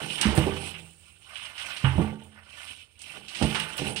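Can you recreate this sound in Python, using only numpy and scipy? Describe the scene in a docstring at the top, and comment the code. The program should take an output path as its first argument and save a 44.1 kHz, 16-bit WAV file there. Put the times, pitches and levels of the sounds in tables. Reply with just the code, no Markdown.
"""Outdoors, close by and to the right, a rusty steel compost drum is turned end over end by hand.
At each half turn clods thump onto the end, which booms and rings, and hard bits clack on the steel.
Dry litter rustles along the wall, heavier compost scrapes after it and small lumps tumble: each is a
stream of tiny hits. Fine flakes hiss down, and the rust squeaks as it rubs.
Behind it lie a quiet low rumble and the microphone's thin hiss."""
import sys
import numpy as np
from scipy import signal
from scipy.fft import rfft, irfft
from scipy.io import wavfile

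SR = 44100
rng = np.random.default_rng(int(sys.argv[2]) if len(sys.argv) > 2 else 0)


def int16_out(signal):
    """Quantize to a 16-bit WAV file."""
    q = np.round(np.clip(np.atleast_2d(signal).T, -1, 1) * 32767)
    wavfile.write(sys.argv[1], SR, q.astype(np.int16))


N = 176400
TIME = np.arange(N) / SR

# Levels are relative. A ring time is how long a sound takes to fade by 60 dB.
# Clods landing: (time [s], boom level [dB], boom pitch [Hz], boom ring time [s], drum ring level [dB],
# thud level [dB], treble cutoff [Hz])
CLOD_HITS = [(0.254, -14, 212, .16, -45, -48, 350), (0.267, -19.5, 70, 0.25, -33, -22, 412),
             (.287, -20, 215, 0.064, -46, -26, 506), (.375, -18.5, 141, 0.16, -18, -21, 1100),
             (0.382, -24.5, 73, 0.3, -40, -39, 900), (.406, -31.5, 165.6, 1.06, -35, -29, 864),
             (0.467, -26.5, 390, 0.42, -29, -32, 900), (1.841, -14, 132.7, 0.38, -47, -27, 425),
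             (1.857, -23, 85.9, 0.65, -31, -55, 600), (1.954, -21.5, 90, 0.24, -29, -43, 292),
             (1.98, -14, 170, 0.18, -27, -21.5, 945), (1.992, -20.5, 333, 0.12, -35, -27, 800),
             (2.001, -22, 85.5, 0.48, -25.5, -24, 750), (2.012, -27.5, 214.7, 0.64, -35, -29, 800),
             (3.412, -22.5, 216, 0.47, -30, -21.5, 1100), (3.425, -20, 62, 0.091, -26.5, -29, 930),
             (3.44, -20, 64, 0.1, -34.5, -20, 600), (3.793, -39, 206.4, 0.96, -31.5, -47, 895)]
# Hard bits striking: (time [s], level [dB], ring time [s], gain below 1.2 kHz [dB], gain above 8 kHz [dB])
HARD_HITS = [(0.101, -29.5, 0.11, -19, -37), (0.181, -33.5, 0.55, 3, -24), (0.212, -22.5, 0.088, -1.5, 4.5),
             (.228, -28.5, 0.77, 10, -9), (0.376, -32, 0.1, 11, 4), (.742, -37, 0.25, -5, -57),
             (1.356, -36, 0.48, -10, -26), (1.579, -38.5, 0.38, 1, -6), (1.764, -33.5, 0.26, -16, -9),
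             (1.455, -36.5, 0.085, -6, -11), (1.845, -28.5, 0.32, 14, -56), (2.991, -53, 0.21, -21, 7),
             (3.017, -47, 0.1, -4, 11), (3.282, -39.5, 0.37, -15, -4.5), (3.348, -35, 1, -4.5, -5),
             (3.424, -27.5, 0.15, 4, -2.5), (3.547, -26.5, 0.27, 10, -9), (3.597, -26.5, 0.16, -12, -12),
             (3.78, -32, 0.29, -20, -3.5), (3.961, -29.5, 0.39, -11, -6)]
# How loud the litter, compost and lumps are as they move: (time [s], level [dB])
LITTER_LEVELS = [(0, -38.5), (.28, -37), (.34, -47), (.40, -38.5), (.55, -43), (.66, -38.5), (.8, -52),
                 (.91, -65.5), (1.05, -59.5), (1.17, -62.5), (1.38, -45.5), (1.53, -50.5), (1.62, -40.5),
                 (1.80, -43.5), (2.02, -48), (2.15, -59.5), (2.42, -63), (2.52, -48.5), (2.67, -43),
                 (2.82, -51.5), (2.87, -63), (2.985, -62.5), (3.03, -49.5), (3.15, -46.5), (3.22, -54),
                 (3.45, -36.5), (3.72, -43), (3.88, -37), (3.95, -47.5), (4, -54)]
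COMPOST_LEVELS = [(0, -42.5), (.11, -53), (.25, -41.5), (.49, -39.5), (.58, -47), (.68, -50), (.9, -75.5),
                  (1.19, -73), (1.33, -49.5), (1.52, -52), (1.6, -47), (2.0, -44), (2.2, -64.5),
                  (2.345, -63.5), (2.375, -48), (2.44, -60.5), (2.63, -48.5), (2.92, -80), (3.16, -50.5),
                  (3.22, -63.5), (3.45, -43.5), (3.85, -45), (4, -57.5)]
LUMP_LEVELS = [(0, -34), (.14, -45.5), (.32, -27.5), (.44, -32.5), (.49, -25.5), (.55, -35.5), (1.05, -71),
               (1.7, -64.5), (2.04, -32.5), (2.4, -68.5), (2.92, -77), (3.14, -53), (3.165, -46),
               (3.28, -62.5), (3.47, -29), (3.55, -38), (3.77, -51), (3.81, -30.5), (3.89, -31.5), (4, -45)]
# Showers of flakes: (time [s], fade time [s], level [dB], gain at 10.6 kHz [dB])
FLAKE_SHOWERS = [(.351, 0.059, -39.5, -14), (0.782, 0.38, -57, -31), (2.235, 0.057, -59.5, -22),
                 (3.599, 0.0086, -37.5, -11), (3.769, 0.023, -41, -9)]
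# Rust rubbing: (time [s], length [s], level [dB])
RUST_SQUEAKS = [(0.597, 0.12, -48), (3.848, 0.1, -44.5)]
# The drum's low ringing tones and the rim's bright ones: (pitch [Hz], level [dB], ring time [s])
DRUM_TONES = [(60, -31, 0.48), (85.6, -15, 1), (135.1, -4, 0.46), (162.2, -5.5, 0.48), (209.8, -5, 0.49),
              (285.8, -0.5, 0.18), (323.6, -4, 0.18), (384, -2, 0.14), (448.5, -13.5, 0.53),
              (495.3, -2.5, 0.16), (605, -11.5, 0.29), (750, -14.5, 0.24), (801, -7.5, 0.32),
              (898, -14, .36), (1158, -11, 0.49)]
RIM_TONES = [(875, -23, 0.8), (2880, -4.5, .2), (2870, -10.5, .18)]
# How long the wall's many crowded tones last: (frequency [Hz], ring time [s])
WALL_RING_TIMES = [(100, 0.013), (400, 0.11), (1000, 0.049), (3000, 0.065), (8000, 0.16)]
# Each sound's colour, its balance of bass and treble at the microphone: (frequency [Hz], level [dB])
THUD_COLOUR = [(25, -30.5), (55, 5.5), (200, 2.5), (450, -3), (900, -2.5), (2000, -24), (6000, -18)]
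CLACK_COLOUR = [(200, -37), (550, -27), (900, -15), (2300, -6), (2880, -1.5), (3500, -7), (5800, -11.5),
                (7000, -18.5), (8200, -9), (9400, -7.5), (10600, -30.5), (15000, -36.5)]
LITTER_COLOUR = [(300, -13), (900, -23.5), (1800, -17), (2350, -0.5), (3000, 4), (3600, -5.5), (4800, -13),
                 (5900, -13.5), (7000, -23.5), (8200, -8), (9300, -6), (10500, -27.5), (13400, -21.5),
                 (15500, -77)]
COMPOST_COLOUR = [(120, 4), (300, -22.5), (600, 0), (1250, 7.5), (1800, 8), (2800, -1.5), (4500, -30)]
LUMP_COLOUR = [(55, 9), (500, -1.5), (800, -3), (1500, -22.5), (5000, -40)]
BACKGROUND_COLOUR = [(30, -5), (85, 17.5), (200, -13.5), (500, -6.5), (1500, -33), (7000, -31.5),
                     (9000, -1), (10600, -33.5), (15500, -26)]
# How much weaker the left side is: (frequency [Hz], gain [dB])
LEFT_SHADE = [(900, -12.5), (2000, -16.5), (3200, -19.5), (5500, -10), (7000, -11.5), (9000, -19.5),
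              (12000, -10)]
# How alike noise is in the two ears: (frequency [Hz], likeness [0 to 1])
EAR_LIKENESS = [(150, 0.8), (400, 0.32), (950, 0.85), (3000, 0.046)]

LITTER_PER_S, COMPOST_PER_S, LUMPS_PER_S, GRIT_PER_S = 2600, 900, 180, 70   # tiny hits a second
CRACK_SHARE, CRACK_S = 0.14, 0.0024   # the first snap of a hard hit
LUMP_RING_DB, LUMP_THUD_DB, LUMP_CUTOFF_HZ = -6.5, -6.5, 800
SPURTS_PER_S, SPURT_DB = 24, 1.85
FLAKE_FLICKERS_PER_S, FLICKER_DB = 180, 2.5
SQUEAK_HZ, SQUEAK_SPREAD, CHIRP_S = 9180, 0.147, 0.0015   # middle pitch, share either way, swell time
GRIT_DB, BACKGROUND_DB, MIC_DB = -12, -64.5, 4.5
LEFT_LAG_S, LOW_CUT_HZ, HIGH_CUT_HZ = .00013, 39.4, 15700


def clod_thumps():
    """A clod makes the loaded end boom, sets the drum ringing and lands with a crumbling thud."""
    out, t = np.zeros((2, N)), TIME[:SR]
    thud_colour = unit_energy(colour(THUD_COLOUR))
    for start, boom_db, boom_hz, ring_s, ring_db, thud_db, cutoff_hz in CLOD_HITS:
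        onset = 1 - np.exp(-t / 0.00076)
        boom = -from_db(boom_db - 60 * t / ring_s) * np.sin(2 * np.pi * boom_hz * t) * onset
        ring = from_db(ring_db) * ringing_tones(DRUM_TONES, spread_db=9) / 2
        ring = np.pad(ring, (0, SR))[:SR]
        thud = from_db(thud_db) * through(stereo_noise(len(t)) * np.exp(-t / 0.015), thud_colour)
        add(out, start, boom + soften(ring + thud, cutoff_hz))
    return out


def hard_clacks():
    """A hard bit strikes the wall: a bright crack, then a brief ring of the wall and its rim."""
    out, t = np.zeros((2, N)), TIME[:SR // 2]
    clack_colour = unit_energy(colour(CLACK_COLOUR))   # their bright tone as the microphone colours it
    for start, db, ring_s, body_db, top_db in HARD_HITS:
        fade = from_db(-60 * t / ring_s) + CRACK_SHARE * np.exp(-t / CRACK_S)
        burst = through(stereo_noise(len(t)) * fade, clack_colour)
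        rim = ringing_tones(RIM_TONES, spread_db=3)[:len(t)]
        balance = colour([(1200, body_db), (2600, 0), (3300, 0), (8000, top_db)])
        add(out, start, from_db(db) * through(burst + rim, balance))
    return out


def sliding_load():
    """Litter and compost slide over the rust in streams of tiny hits; bits of grit tick among them."""
    litter = wall_hits(LITTER_LEVELS, LITTER_COLOUR, LITTER_PER_S,
                       spread_db=4, crack_db=0, crack_s=0.0082)
    compost = wall_hits(COMPOST_LEVELS, COMPOST_COLOUR, COMPOST_PER_S,
                        spread_db=3.5, crack_db=-2, crack_s=0.0055, spots=2)
    grit = wall_hits(LITTER_LEVELS, CLACK_COLOUR, GRIT_PER_S, spread_db=1, crack_db=-2.5, crack_s=CRACK_S)
    return in_spurts(litter + compost) + from_db(GRIT_DB) * grit


def tumbling_lumps():
    """Soft lumps patter on the wall with a hollow knock and keep the drum's low tones rumbling."""
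    lumps = random_clicks(LUMP_LEVELS, LUMPS_PER_S, spread_db=2.5)
    ring = unit_energy(soften(ringing_tones(DRUM_TONES, spread_db=4.5), LUMP_CUTOFF_HZ))
    thud = wall_hits(LUMP_LEVELS, LUMP_COLOUR, LUMPS_PER_S,
                     spread_db=2, crack_db=1, crack_s=0.0068, spots=2)
    return from_db(LUMP_RING_DB) * through(lumps, ring) + from_db(LUMP_THUD_DB) * thud


def flake_showers():
    """Dry flakes shower over the steel: a crisp, flickering hiss that starts at once and runs out."""
    out, t = np.zeros((2, N)), TIME[:SR]
    for start, fade_s, db, top_db in FLAKE_SHOWERS:
        hiss = stereo_noise(SR) * from_db(db + FLICKER_DB * wander(FLAKE_FLICKERS_PER_S)[:SR])
        fade = np.exp(-(t / fade_s) ** 2)
        crisp = colour([(6500, -18), (8400, -2.5), (9400, -1.5), (10600, top_db), (16000, -18)])
        add(out, start, through(hiss * fade, unit_energy(crisp)))
    return out


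def rust_squeaks(chirps=40):
    """Rust sticks and slips as it rubs: a quick run of tiny high chirps, each at its own pitch."""
    out, t = np.zeros((2, N)), TIME[:SR // 10]
    swell = unit_energy(t * np.exp(-t / CHIRP_S))
    for start, length, db in RUST_SQUEAKS:
        gain = from_db(db) * np.sqrt(2 * SR * length / chirps)
        for when, pitch, *ear_phases in rng.random((chirps, 4)):
            hz = SQUEAK_HZ * (1 + SQUEAK_SPREAD * (2 * pitch - 1))
            tone = np.sin(2 * np.pi * (hz * t + np.array(ear_phases)[:, None]))
            add(out, start + when * length, gain * swell * tone)
    return out


def rumble_and_hiss():
    """Quiet, steady background: a low rumble and the microphone's thin high hiss."""
    return from_db(BACKGROUND_DB) * through(stereo_noise(N), unit_energy(colour(BACKGROUND_COLOUR)))


def ringing_tones(tones, spread_db):
    """Struck steel rings with fading tones, each given a random strength and sign."""
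    t = TIME[:SR * 3 // 5]
    chance = rng.uniform(-1, 1, (len(tones), 2))
    return sum(np.sign(side) * from_db(db + spread_db * luck - 60 * t / ring_s)
               * np.sin(2 * np.pi * hz * t) for (hz, db, ring_s), (luck, side) in zip(tones, chance))


def wall_hits(levels, spectrum, per_s, spread_db, crack_db, crack_s, spots=3):
    """A stream of hits shared among a few spots on the wall, each with its own ring."""
    streams = (through(random_clicks(levels, per_s / spots, spread_db),
                       wall_ring(spectrum, crack_db, crack_s)) for _ in range(spots))
    return sum(streams) / np.sqrt(spots)


def random_clicks(levels, per_s, spread_db):
    """Clicks of uneven size at random moments, whose loudness follows a table."""
    sizes = from_db(spread_db * np.minimum(rng.exponential(1, N), 4)) * rng.choice([-1, 1], N)
    clicks = sizes * (rng.random(N) < per_s / SR)
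    return clicks / clicks.std() * from_db(np.interp(TIME, *np.transpose(levels)))


def wall_ring(spectrum, crack_db, crack_s):
    """The wall after one hit: a short crack, and a ring whose frequency bands fade at their own speeds."""
    t = TIME[:SR // 2]
    ring = sum(band * unit_energy(from_db(-60 * t / at_hz(WALL_RING_TIMES, hz)))
               for hz, band in split_bands(stereo_noise(len(t)), first_edge_hz=150, count=9))
    crack = stereo_noise(len(t)) * unit_energy(np.exp(-t / crack_s))
    return unit_energy(through(ring + from_db(crack_db) * crack, colour(spectrum)))


def in_spurts(sound):
    """Loose litter catches and lets go: the whole sound surges, and each band also flickers by itself."""
    surge_db = SPURT_DB * wander(SPURTS_PER_S)
    return sum(band * from_db(surge_db + FLICKER_DB * wander(2 * SPURTS_PER_S))
               for _, band in split_bands(sound, first_edge_hz=1000, count=10))


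def split_bands(sound, first_edge_hz, count):
    """Cut a sound into bands from bass to treble; give each one's middle frequency and sound."""
    size = sound.shape[-1]
    spectrum, hz = rfft(sound), np.arange(size // 2 + 1) * SR / size
    edges = np.r_[0, np.geomspace(first_edge_hz, SR / 2, count)]
    for low, high in zip(edges, edges[1:]):
        yield (low + high) / 2, irfft(spectrum * ((hz >= low) & (hz < high)), size)


def wander(per_s):
    """A value that glides up and down at random, by about 1."""
    steps = rng.standard_normal(SR // 10)
    return np.interp(TIME * per_s, np.arange(len(steps)), steps)


def stereo_noise(size):
    """White noise, partly alike in both ears but not in the treble."""
    shared, separate = rfft(rng.standard_normal((2, size)))
    alike = np.clip(at_hz(EAR_LIKENESS, np.arange(len(shared)) * SR / size), 0, 1)
    left = alike * shared + np.sqrt(1 - alike ** 2) * separate
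    return irfft(np.array([left, shared]), size)


def colour(points, size=4096):
    """A filter's response with the given balance of bass and treble."""
    hz = np.arange(size // 2 + 1) * SR / size
    cepstrum = irfft(np.log(from_db(at_hz(points, hz))))
    # Fold the second half onto the first, so nothing sounds before the hit.
    cepstrum[1:size // 2] *= 2
    cepstrum[size // 2 + 1:] = 0
    return irfft(np.exp(rfft(cepstrum)))


def soften(sound, cutoff_hz):
    """A soft hit loses its treble."""
    return signal.sosfilt(signal.butter(2, cutoff_hz, fs=SR, output="sos"), sound + 1e-18)


def through(sound, response):
    """Play a sound through a response (what a filter or object gives back for one click)."""
    return signal.fftconvolve(np.atleast_2d(sound), np.atleast_2d(response), axes=-1)[:, :sound.shape[-1]]


def at_hz(points, hz):
    """Read between a table's rows, with the frequencies spaced by octaves."""
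    row_hz, values = np.transpose(points)
    return np.interp(np.log(hz + 1), np.log(row_hz), values)


def unit_energy(x):
    """Scale a response so its channels have an average energy of 1."""
    return x / np.sqrt(np.mean(np.sum(x ** 2, axis=-1)))


def from_db(db):
    """Turn decibels into a gain."""
    return 10 ** (np.asarray(db) / 20)


def add(out, start_s, sound):
    """Mix a sound in at a given time."""
    i = int(start_s * SR)
    out[..., i:i + sound.shape[-1]] += sound[..., :max(N - i, 0)]


def scene():
    """The drum over a quiet background; the left side is much weaker and hears it a little later."""
    background = rumble_and_hiss()
    drum = (clod_thumps() + hard_clacks() + sliding_load()
            + flake_showers() + rust_squeaks() + tumbling_lumps())
    left, right = drum + background
    left = through(left, colour(LEFT_SHADE))[0]
    left = np.pad(left, (round(LEFT_LAG_S * SR), 0))[:N]
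    return np.array([left, right])


def record(dry):
    """The microphone turns the sound up and cuts the deepest bass and highest treble."""
    bass_cut = signal.butter(4, LOW_CUT_HZ, "high", fs=SR, output="sos")
    treble_cut = signal.ellip(10, .1, 80, HIGH_CUT_HZ, fs=SR, output="sos")
    return signal.sosfilt(treble_cut, signal.sosfilt(bass_cut, from_db(MIC_DB) * dry))


dry = scene()
out = record(dry)
int16_out(out)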